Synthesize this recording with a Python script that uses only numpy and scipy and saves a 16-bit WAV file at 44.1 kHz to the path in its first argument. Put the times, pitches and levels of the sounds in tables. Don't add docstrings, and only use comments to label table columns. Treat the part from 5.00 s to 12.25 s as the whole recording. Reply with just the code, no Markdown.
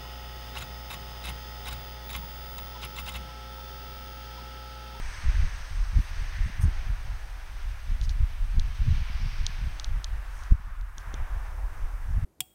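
import sys
import numpy as np
from scipy import signal
from scipy.fft import rfft, irfft, next_fast_len
from scipy.io import wavfile
from scipy.ndimage import uniform_filter1d

SR = 44100
rng = np.random.default_rng(int(sys.argv[2]) if len(sys.argv) > 2 else 0)


def linear_from_db(decibels):
    return 10 ** (np.asarray(decibels, float) / 20)


def digitize_waveform(pressure):
    field = np.atleast_2d(pressure).T
    bounded = np.clip(field, -1, 1)
    quanta = np.round(bounded * 32767).astype(np.int16)
    wavfile.write(sys.argv[1], SR, quanta)


N = 319725
TIME_S = np.arange(N) / SR


def rms_one(x):
    return x / np.sqrt(np.mean(x ** 2) + 1e-20)


def in_time(rows):
    s, *columns = np.transpose(rows)
    return [np.interp(TIME_S, s, c) for c in columns]


def drift(rate_hz):
    r = np.exp(-80 * np.pi * rate_hz / SR)
    coarse = rng.standard_normal(N // 40 + 2002)
    slow = signal.lfilter([1], [1, -2 * r, r * r], coarse)[2000:]
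    return np.interp(np.arange(N) / 40, np.arange(len(slow)), rms_one(slow))


def gains(spectrum, size):
    hz, level_db = np.transpose(spectrum)
    pitch = np.log(np.arange(size // 2 + 1) * SR / size + 1)
    return linear_from_db(np.interp(pitch, np.log(hz), level_db)), pitch


def colour(x, spectrum):
    size = next_fast_len(N, True)
    gain, _ = gains(spectrum, size)
    return rms_one(irfft(rfft(x, size) * gain, size)[:N])


def patchy(spectrum, shared_db, own_db, rate_hz, count):
    size = next_fast_len(N, True)
    gain, pitch = gains(spectrum, size)
    noise = rfft(rng.standard_normal(size)) * gain
    hz = np.transpose(spectrum)[0]
    centres = np.linspace(np.log(hz[1]), np.log(hz[-3]), count)
    out = np.zeros(N)
    for row in np.eye(count):
        band = irfft(noise * np.interp(pitch, centres, row), size)[:N]
        out += band * linear_from_db(shared_db + own_db * drift(rate_hz))
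    return rms_one(out)


def evened(x, seconds):
    span = int(seconds * SR)
    level = np.sqrt(uniform_filter1d(uniform_filter1d(x ** 2, span), span) + 0.095)
    return rms_one(x / level ** 0.62)


def split(x, hz):
    low = signal.sosfiltfilt(signal.butter(3, hz, fs=SR, output="sos"), x)
    return rms_one(low), rms_one(x - low)


def ring(clicks, hz, t60_s):
    r, w = linear_from_db(-60 / (t60_s * SR)), 2 * np.pi * hz / SR
    return signal.lfilter([0, np.sin(w)], [1, -2 * r * np.cos(w), r * r], clicks + 1e-18)


# (time [s], peak rumble [dB], half length [s], thud re rumble [dB])
PUFFS = [(0.041, -27, 0.067, -20), (.28, -16, .035, -12), (.41, -16, 0.063, -9), (0.816, -21.5, 0.082, -19),
         (0.977, -15, 0.031, -5), (1.213, -25.5, 0.086, -14.5), (1.438, -19, 0.057, -8.5),
         (1.65, -19, .055, -1.5), (1.77, -24, 0.048, -17), (1.894, -21, 0.042, -8),
         (2.106, -27, 0.064, -10), (2.68, -25, .055, -24), (2.92, -22, 0.037, -2.5),
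         (3.07, -23.5, 0.11, -12), (3.227, -15.5, .03, -14), (3.428, -22.5, .04, -25),
         (3.577, -18.5, 0.078, -11.5), (3.89, -20, 0.11, -3), (4.14, -24, 0.037, -18),
         (4.247, -24.5, .035, 0), (4.423, -22.5, 0.049, -11.5), (4.655, -27, 0.078, -4),
         (4.923, -22, 0.059, -9.5), (5.134, -27, 0.075, -18), (5.825, -23, .035, -24),
         (6.21, -23, .025, -9), (6.36, -25, .07, -25), (6.643, -27.5, 0.095, -32), (6.844, -22, 0.025, -26),
         (7.19, -23, .075, -2)]
# (time [s], rumble [dB], thud re rumble [dB])
STREAM = [(0, -37.5, -10), (.2, -40, -2), (.6, -33.5, -10), (1.35, -35, -8), (1.7, -32.5, -8),
          (2.3, -34, -13), (2.8, -35, -14), (3.3, -31.5, -12), (4.05, -28.5, -10), (4.8, -35, -14),
          (5.3, -33.5, -20), (5.7, -28.5, -17), (5.9, -34.5, -17), (6.04, -37, -10), (6.1, -31, -7),
          (6.5, -32, -20), (7.0, -30.5, -16), (7.25, -26, 0)]


def airflow():
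    t = TIME_S[::32]
    stream, edge = linear_from_db(2 * np.array(in_time(STREAM))[:, ::32])
    s, top_db, half_s, sharp_db = np.transpose(PUFFS)[:, :, None]
    puffs = linear_from_db(2 * top_db) * np.exp(-2 * ((t - s) / half_s) ** 2)
    rumble_power = stream + puffs.sum(0)
    thud_power = stream * edge + (puffs * linear_from_db(2 * sharp_db)).sum(0)
    return [np.interp(TIME_S, t, np.sqrt(p)) for p in (rumble_power, thud_power)]


# (frequency [Hz], density [dB per Hz])
RUMBLE = [(8.8, -41), (15, 3), (40, 4), (90, -15), (120, -39), (200, -120)]
# (frequency [Hz], density [dB per Hz])
THUD = [(35, -28), (60, 0), (94, -1.5), (163, -18), (226, -27.5), (260, -32.5), (360, -54.5), (420, -42.5),
        (550, -72), (920, -120)]


def turbulence():
    rumble_amp, thud_amp = airflow()
    lumps = drift(15.4)
    rumble = evened(patchy(RUMBLE, 0.59 * lumps, own_db=0.0, rate_hz=6.7, count=3), seconds=0.064)
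    thud = evened(patchy(THUD, 5.3 * lumps, own_db=2.0, rate_hz=28, count=4), seconds=0.083)
    return linear_from_db(-1.43) * rumble_amp * rumble + linear_from_db(-3.0) * thud_amp * thud


def eddy(s, peak_db, width_ms, sign=1):
    out = np.zeros(N)
    near = np.arange(round((s - .08) * SR), min(round((s + .08) * SR), N))
    turn = (near / SR - s) / (width_ms / 1000)
    out[near] = -sign * linear_from_db(peak_db) * turn * np.exp((1 - turn ** 2) / 2)
    return out


# (time [s], peak [dB], width [ms])
EDDIES = [(0.245, -32, 2.8), (0.349, -35, 3.9), (0.41, -24, 3.2), (0.963, -19, 4.1), (0.99, -26, 3),
          (1.405, -26, 4.4), (1.595, -16, 2.8), (1.669, -16, 2.95), (1.897, -26, 3.3), (2.907, -34, 4.8),
          (3.108, -14.5, 4.1), (3.201, -18, 2.9), (3.229, -10.5, 3.9), (3.529, -41, 4.1), (3.577, -17, 2.5),
          (3.919, -13, 2.7), (4.244, -26, 3.2), (4.491, -29, 1.9), (4.67, -18, 2.6), (7.105, -25, 2.6)]
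# (time [s], peak [dB], width [ms])
KINKS = [(0.99, -25.5, 1.2), (1.68, -36, 0.97), (1.683, -30.5, 1.3), (3.588, -35, 0.89),
         (3.215, -37.5, 1.34), (5.5226, -26, 0.99), (5.548, -16, 3.2), (6.141, -34, 0.6), (5.526, -38, .35),
         (5.6, -37, 1.6), (5.981, -49, .8), (1.5, -34.5, 1.3), (3.11, -37, 1.3), (4.1, -34, 1.54)]
# (time [s], peak [dB], width [ms])
SLAM = (5.522, -7.6, 3.8)


def buffeting():
    slam_s, slam_db, slam_ms = SLAM
    calm = 1 - np.exp(-((TIME_S - slam_s) / .04) ** 4)
    out = calm * turbulence()
    for s, db, width_ms in EDDIES:
        out += eddy(s + 0.0055, db - 3.5, width_ms, rng.choice([-1, 1]))
    for kink in KINKS:
        out += eddy(*kink)
    core, swing = eddy(*SLAM), eddy(slam_s, slam_db - 9, 2.0 * slam_ms)
    return out + core + swing


# (frequency [Hz], density [dB per Hz])
GRASS = [(1350, -20.5), (2300, -0.5), (2550, -2), (3930, -6), (6120, -7), (6480, -9), (7200, -30),
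         (9360, -50), (15800, -120)]
# (frequency [Hz], density [dB per Hz])
SEEDS = [(4290, -51), (7300, -10), (7950, 0.5), (8420, 3), (9880, -11), (11500, -20), (15000, -34),
         (22000, -120)]
# (time [s], strength [dB], brightness [dB])
NEAR_WIND = [(0, -60, 8.5), (.34, -52.5, -1), (.58, -56, 2.5), (.83, -57.5, 1.5), (1.33, -55.5, -2.5),
             (1.95, -59, -4), (2.3, -60.5, -3.5), (3.63, -57.5, -7.5), (3.95, -51, -10), (4.24, -50, -15),
             (4.68, -54.5, -7), (4.78, -60, -2), (5.07, -58.5, -10), (5.45, -65.5, -0.5), (5.75, -66, -7),
             (6.1, -72.5, 3), (6.78, -73, 3.5), (7.25, -70.5, 1)]


def near_grass(sway):
    stems_db, bright_db = in_time(NEAR_WIND)
    blades_db = stems_db + bright_db
    seeds_db = -74 + 0.97 * (blades_db - blades_db.mean())
    grass = patchy(GRASS, 1.12 * sway + 0.61 * drift(23), own_db=0.4, rate_hz=12.0, count=5)
    hits = rng.random(N) < 900 / SR
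    grains = hits * linear_from_db(np.minimum(rng.exponential(1, N), 5)) * rng.choice([-1, 1], N)
    stems, blades = split(grass + 0.18 * colour(grains, GRASS), hz=4250)
    seeds = patchy(SEEDS, 1.2 * drift(9), own_db=1.2, rate_hz=8, count=3)
    return linear_from_db(stems_db) * stems + linear_from_db(blades_db) * blades + linear_from_db(seeds_db) * seeds


# (time [s], peak [dB], brightness [dB per octave])
TICKS = [(3.0128, -31, -13), (3.093, -27, -13), (3.5957, -22.5, -8), (4.4649, -13, -2), (4.797, -21, -3),
         (4.8436, -20.5, -4), (5.043, -19.5, -1), (5.3896, -45, 12), (5.435, -39, 13), (5.8107, -39, -7),
         (5.981, -23, 1), (6.1406, -22.5, -4)]
# (frequency [Hz], level [dB], t60 [s])
SHELL = [(3520, 2.5, 0.017), (4020, 6, 0.0088), (4580, 3, 0.0071), (5160, -2, 0.013), (5770, 2, 0.02),
         (6320, 1, 0.022), (8600, -12, 0.017)]
# (time [s], peak [dB], frequency [Hz], t60 [s])
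KNOCK = (5, -33, 1300, .006)
GRIP_S, GRIP_HZ, GRIP_WIDTH_HZ, GRIP_DB = 5.9, 4550, 700, -14


def ticks():
    s, peak_db, bright_db = np.transpose(TICKS)
    at = np.round(s * SR).astype(int) + 34
    chance_db = rng.standard_normal((len(at), len(SHELL)))
    out = np.zeros(N)
    for k, (hz, level_db, t60_s) in enumerate(SHELL):
        tilt_db = bright_db * np.log2(hz / 4500)
        grip_db = GRIP_DB * (s > GRIP_S) * (abs(hz - GRIP_HZ) < GRIP_WIDTH_HZ)
        clicks = np.zeros(N)
        clicks[at] = linear_from_db(peak_db + level_db - 12.5 + tilt_db + chance_db[:, k] + grip_db)
        clicks[at + round(.0019 * SR)] = 0.16 * clicks[at]
        out += ring(clicks, hz, min(0.73 * t60_s, .0062))
    out = signal.sosfilt(signal.butter(6, [3100, 9200], "band", fs=SR, output="sos"), out)
    knock_s, knock_db, knock_hz, knock_t60_s = KNOCK
    bump = (np.arange(N) == round(knock_s * SR)) * linear_from_db(knock_db)
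    return out + ring(bump, knock_hz, knock_t60_s)


# (time [s], length [s], level [dB], centre [Hz], half width [octaves])
SWISHES = [(.93, .2, -64, 9500, .4), (1.597, 0.063, -51, 8700, 0.14), (1.607, 0.046, -51, 6170, 0.17),
           (1.608, 0.036, -54, 11300, 0.35), (3.02, 0.044, -49, 5000, .45),
           (3.092, 0.027, -50.5, 5000, .45), (4.001, 0.62, -56, 5040, 0.18), (1.2, 0.5, -51.5, 1850, .16),
           (5.28, 0.22, -64, 6200, .22), (5.28, 0.22, -67, 8650, .18), (5.986, .04, -62, 5000, 0.45),
           (7.07, .09, -69, 5940, .2)]


def swishes():
    out = np.zeros(N)
    uneven = linear_from_db(2.5 * drift(250))
    for s, length_s, level_db, hz, octaves in SWISHES:
        edges_hz = [hz * 2 ** -octaves, min(hz * 2 ** octaves, .45 * SR)]
        band = signal.butter(2, edges_hz, "band", fs=SR, output="sos")
        scrape = rms_one(signal.sosfilt(band, rng.standard_normal(SR)))
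        start = round(s * SR)
        at = start + np.arange(min(round(length_s * SR), SR, N - start))
        swell = np.sin(np.pi * (at - start) / len(at))
        out[at] += linear_from_db(level_db) * swell * uneven[at] * scrape[:len(at)]
    return out


# (frequency [Hz], density [dB per Hz])
TREES = [(180, -17), (300, -5.5), (376, -7.5), (435, -7.5), (649, -2.5), (777, -0.5), (914, -1),
         (1200, -11), (1560, -19), (2640, -120)]
# (frequency [Hz], density [dB per Hz])
BRUSH = [(560, -24.5), (950, -2), (1110, -0.5), (1670, 0.5), (3000, -13.5), (3900, -20.5), (6600, -120)]
# (time [s], level [dB])
CROWNS = [(0, -54), (.4, -54), (.8, -57), (1.2, -55.5), (2.2, -57), (3.2, -59.5), (3.8, -59.5),
          (4.5, -56.5), (5.4, -57), (5.9, -61), (6.15, -53.5), (6.75, -54), (7.25, -57)]
# (time [s], strength [dB], brightness [dB])
FAR_WIND = [(0, -54, 5.5), (.34, -52.5, 5.5), (.75, -54.5, 1), (1.05, -54.5, 2), (1.35, -55.5, 5.5),
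            (1.75, -56, 2.5), (2.3, -57, -1), (3.0, -60, 4.5), (3.6, -58, -1), (4.1, -55.5, 2),
            (4.7, -56.5, 1.5), (5.35, -54, -3.5), (5.71, -51.5, -6.5), (5.98, -53.5, -6.5),
            (6.15, -51.5, -3), (6.35, -52.5, -5), (6.6, -54.5, -6.5), (7.25, -56.5, -2)]


def far_trees(sway):
    crowns_db, = in_time(CROWNS)
    branches_db, bright_db = in_time(FAR_WIND)
    twigs_db = branches_db + bright_db
    crowns = patchy(TREES, 0.42 * sway, own_db=1.1, rate_hz=1.2, count=5)
    brush = patchy(BRUSH, 0.35 * sway, own_db=0.56, rate_hz=5.5, count=5)
    branches, twigs = split(brush, hz=1640)
    return linear_from_db(crowns_db) * crowns + linear_from_db(branches_db) * branches + linear_from_db(twigs_db) * twigs


# (frequency [Hz], level [dB rms])
WHINE = [(8538, -88), (8608, -78.5), (9410, -92)]
# (time [s], level [dB])
WHINE_ON = [(0, 9), (5.38, 2), (5.45, -8), (6.3, -8), (6.4, 6), (7.25, 5)]
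# (frequency [Hz], density [dB per Hz])
HISS = [(1500, -30), (2500, -17), (4000, -10), (7000, -1.5), (11000, -1.5), (16500, -4)]
HISS_DB = -64


def camera():
    turns_s = np.cumsum(1 + .0004 * drift(5)) / SR
    whine = np.zeros(N)
    for hz, db in WHINE:
        whine += linear_from_db(db - 1.5 + drift(4)) * np.sin(2 * np.pi * hz * turns_s)
    hiss = colour(rng.standard_normal(N), HISS)
    return linear_from_db(HISS_DB) * hiss + linear_from_db(in_time(WHINE_ON)[0]) * whine


def scene():
    sway = drift(2.0)
    port = signal.butter(2, [7100, 8000], "bandstop", fs=SR, output="sos")
    close = signal.sosfilt(port, ticks() + swishes())
    return (buffeting() + near_grass(sway) + close + far_trees(sway) + camera())[None]


DUCK_FROM_S, DUCK_FALL_S, DUCK_UNTIL_S, DUCK_RISE_S = 5.525, .015, 5.965, .008
DUCK_DB, DUCK_CREEP_DB = -4.8, 1.2


def duck_db():
    s = [DUCK_FROM_S, DUCK_FROM_S + DUCK_FALL_S, DUCK_UNTIL_S, DUCK_UNTIL_S + DUCK_RISE_S]
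    return np.interp(TIME_S, s, [0, DUCK_DB, DUCK_DB + DUCK_CREEP_DB, 0])


# (time [s], level [dB])
SWITCHES = [
    (5.5165, -43),
    (5.5245, -42),
]


def switch_crackle():
    out = np.zeros(N)
    for s, level_db in SWITCHES:
        start = round(s * SR)
        burst = signal.lfilter([.35], [1, -.65], rng.standard_normal(90)) * np.hanning(90)
        out[start:start + 90] += linear_from_db(level_db + 4) * burst
    return out


def roll_off(x):
    return signal.sosfilt(signal.butter(12, 16500, fs=SR, output="sos"), x)


CLIP, CUTOFF_HZ = .43, 15830


def record(dry):
    rounded = dry / (1 + (dry / CLIP) ** 8) ** (1 / 8)
    ducked = rounded * linear_from_db(duck_db()) + switch_crackle()
    low_pass = signal.ellip(12, .5, 70, CUTOFF_HZ - 30, fs=SR, output="sos")
    mix = signal.sosfilt(low_pass, ducked)
    mix *= np.sin(np.pi / 2 * np.minimum((N - np.arange(N)) / 400, 1))
    return roll_off(mix)


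dry = scene()
out = record(dry)
digitize_waveform(out)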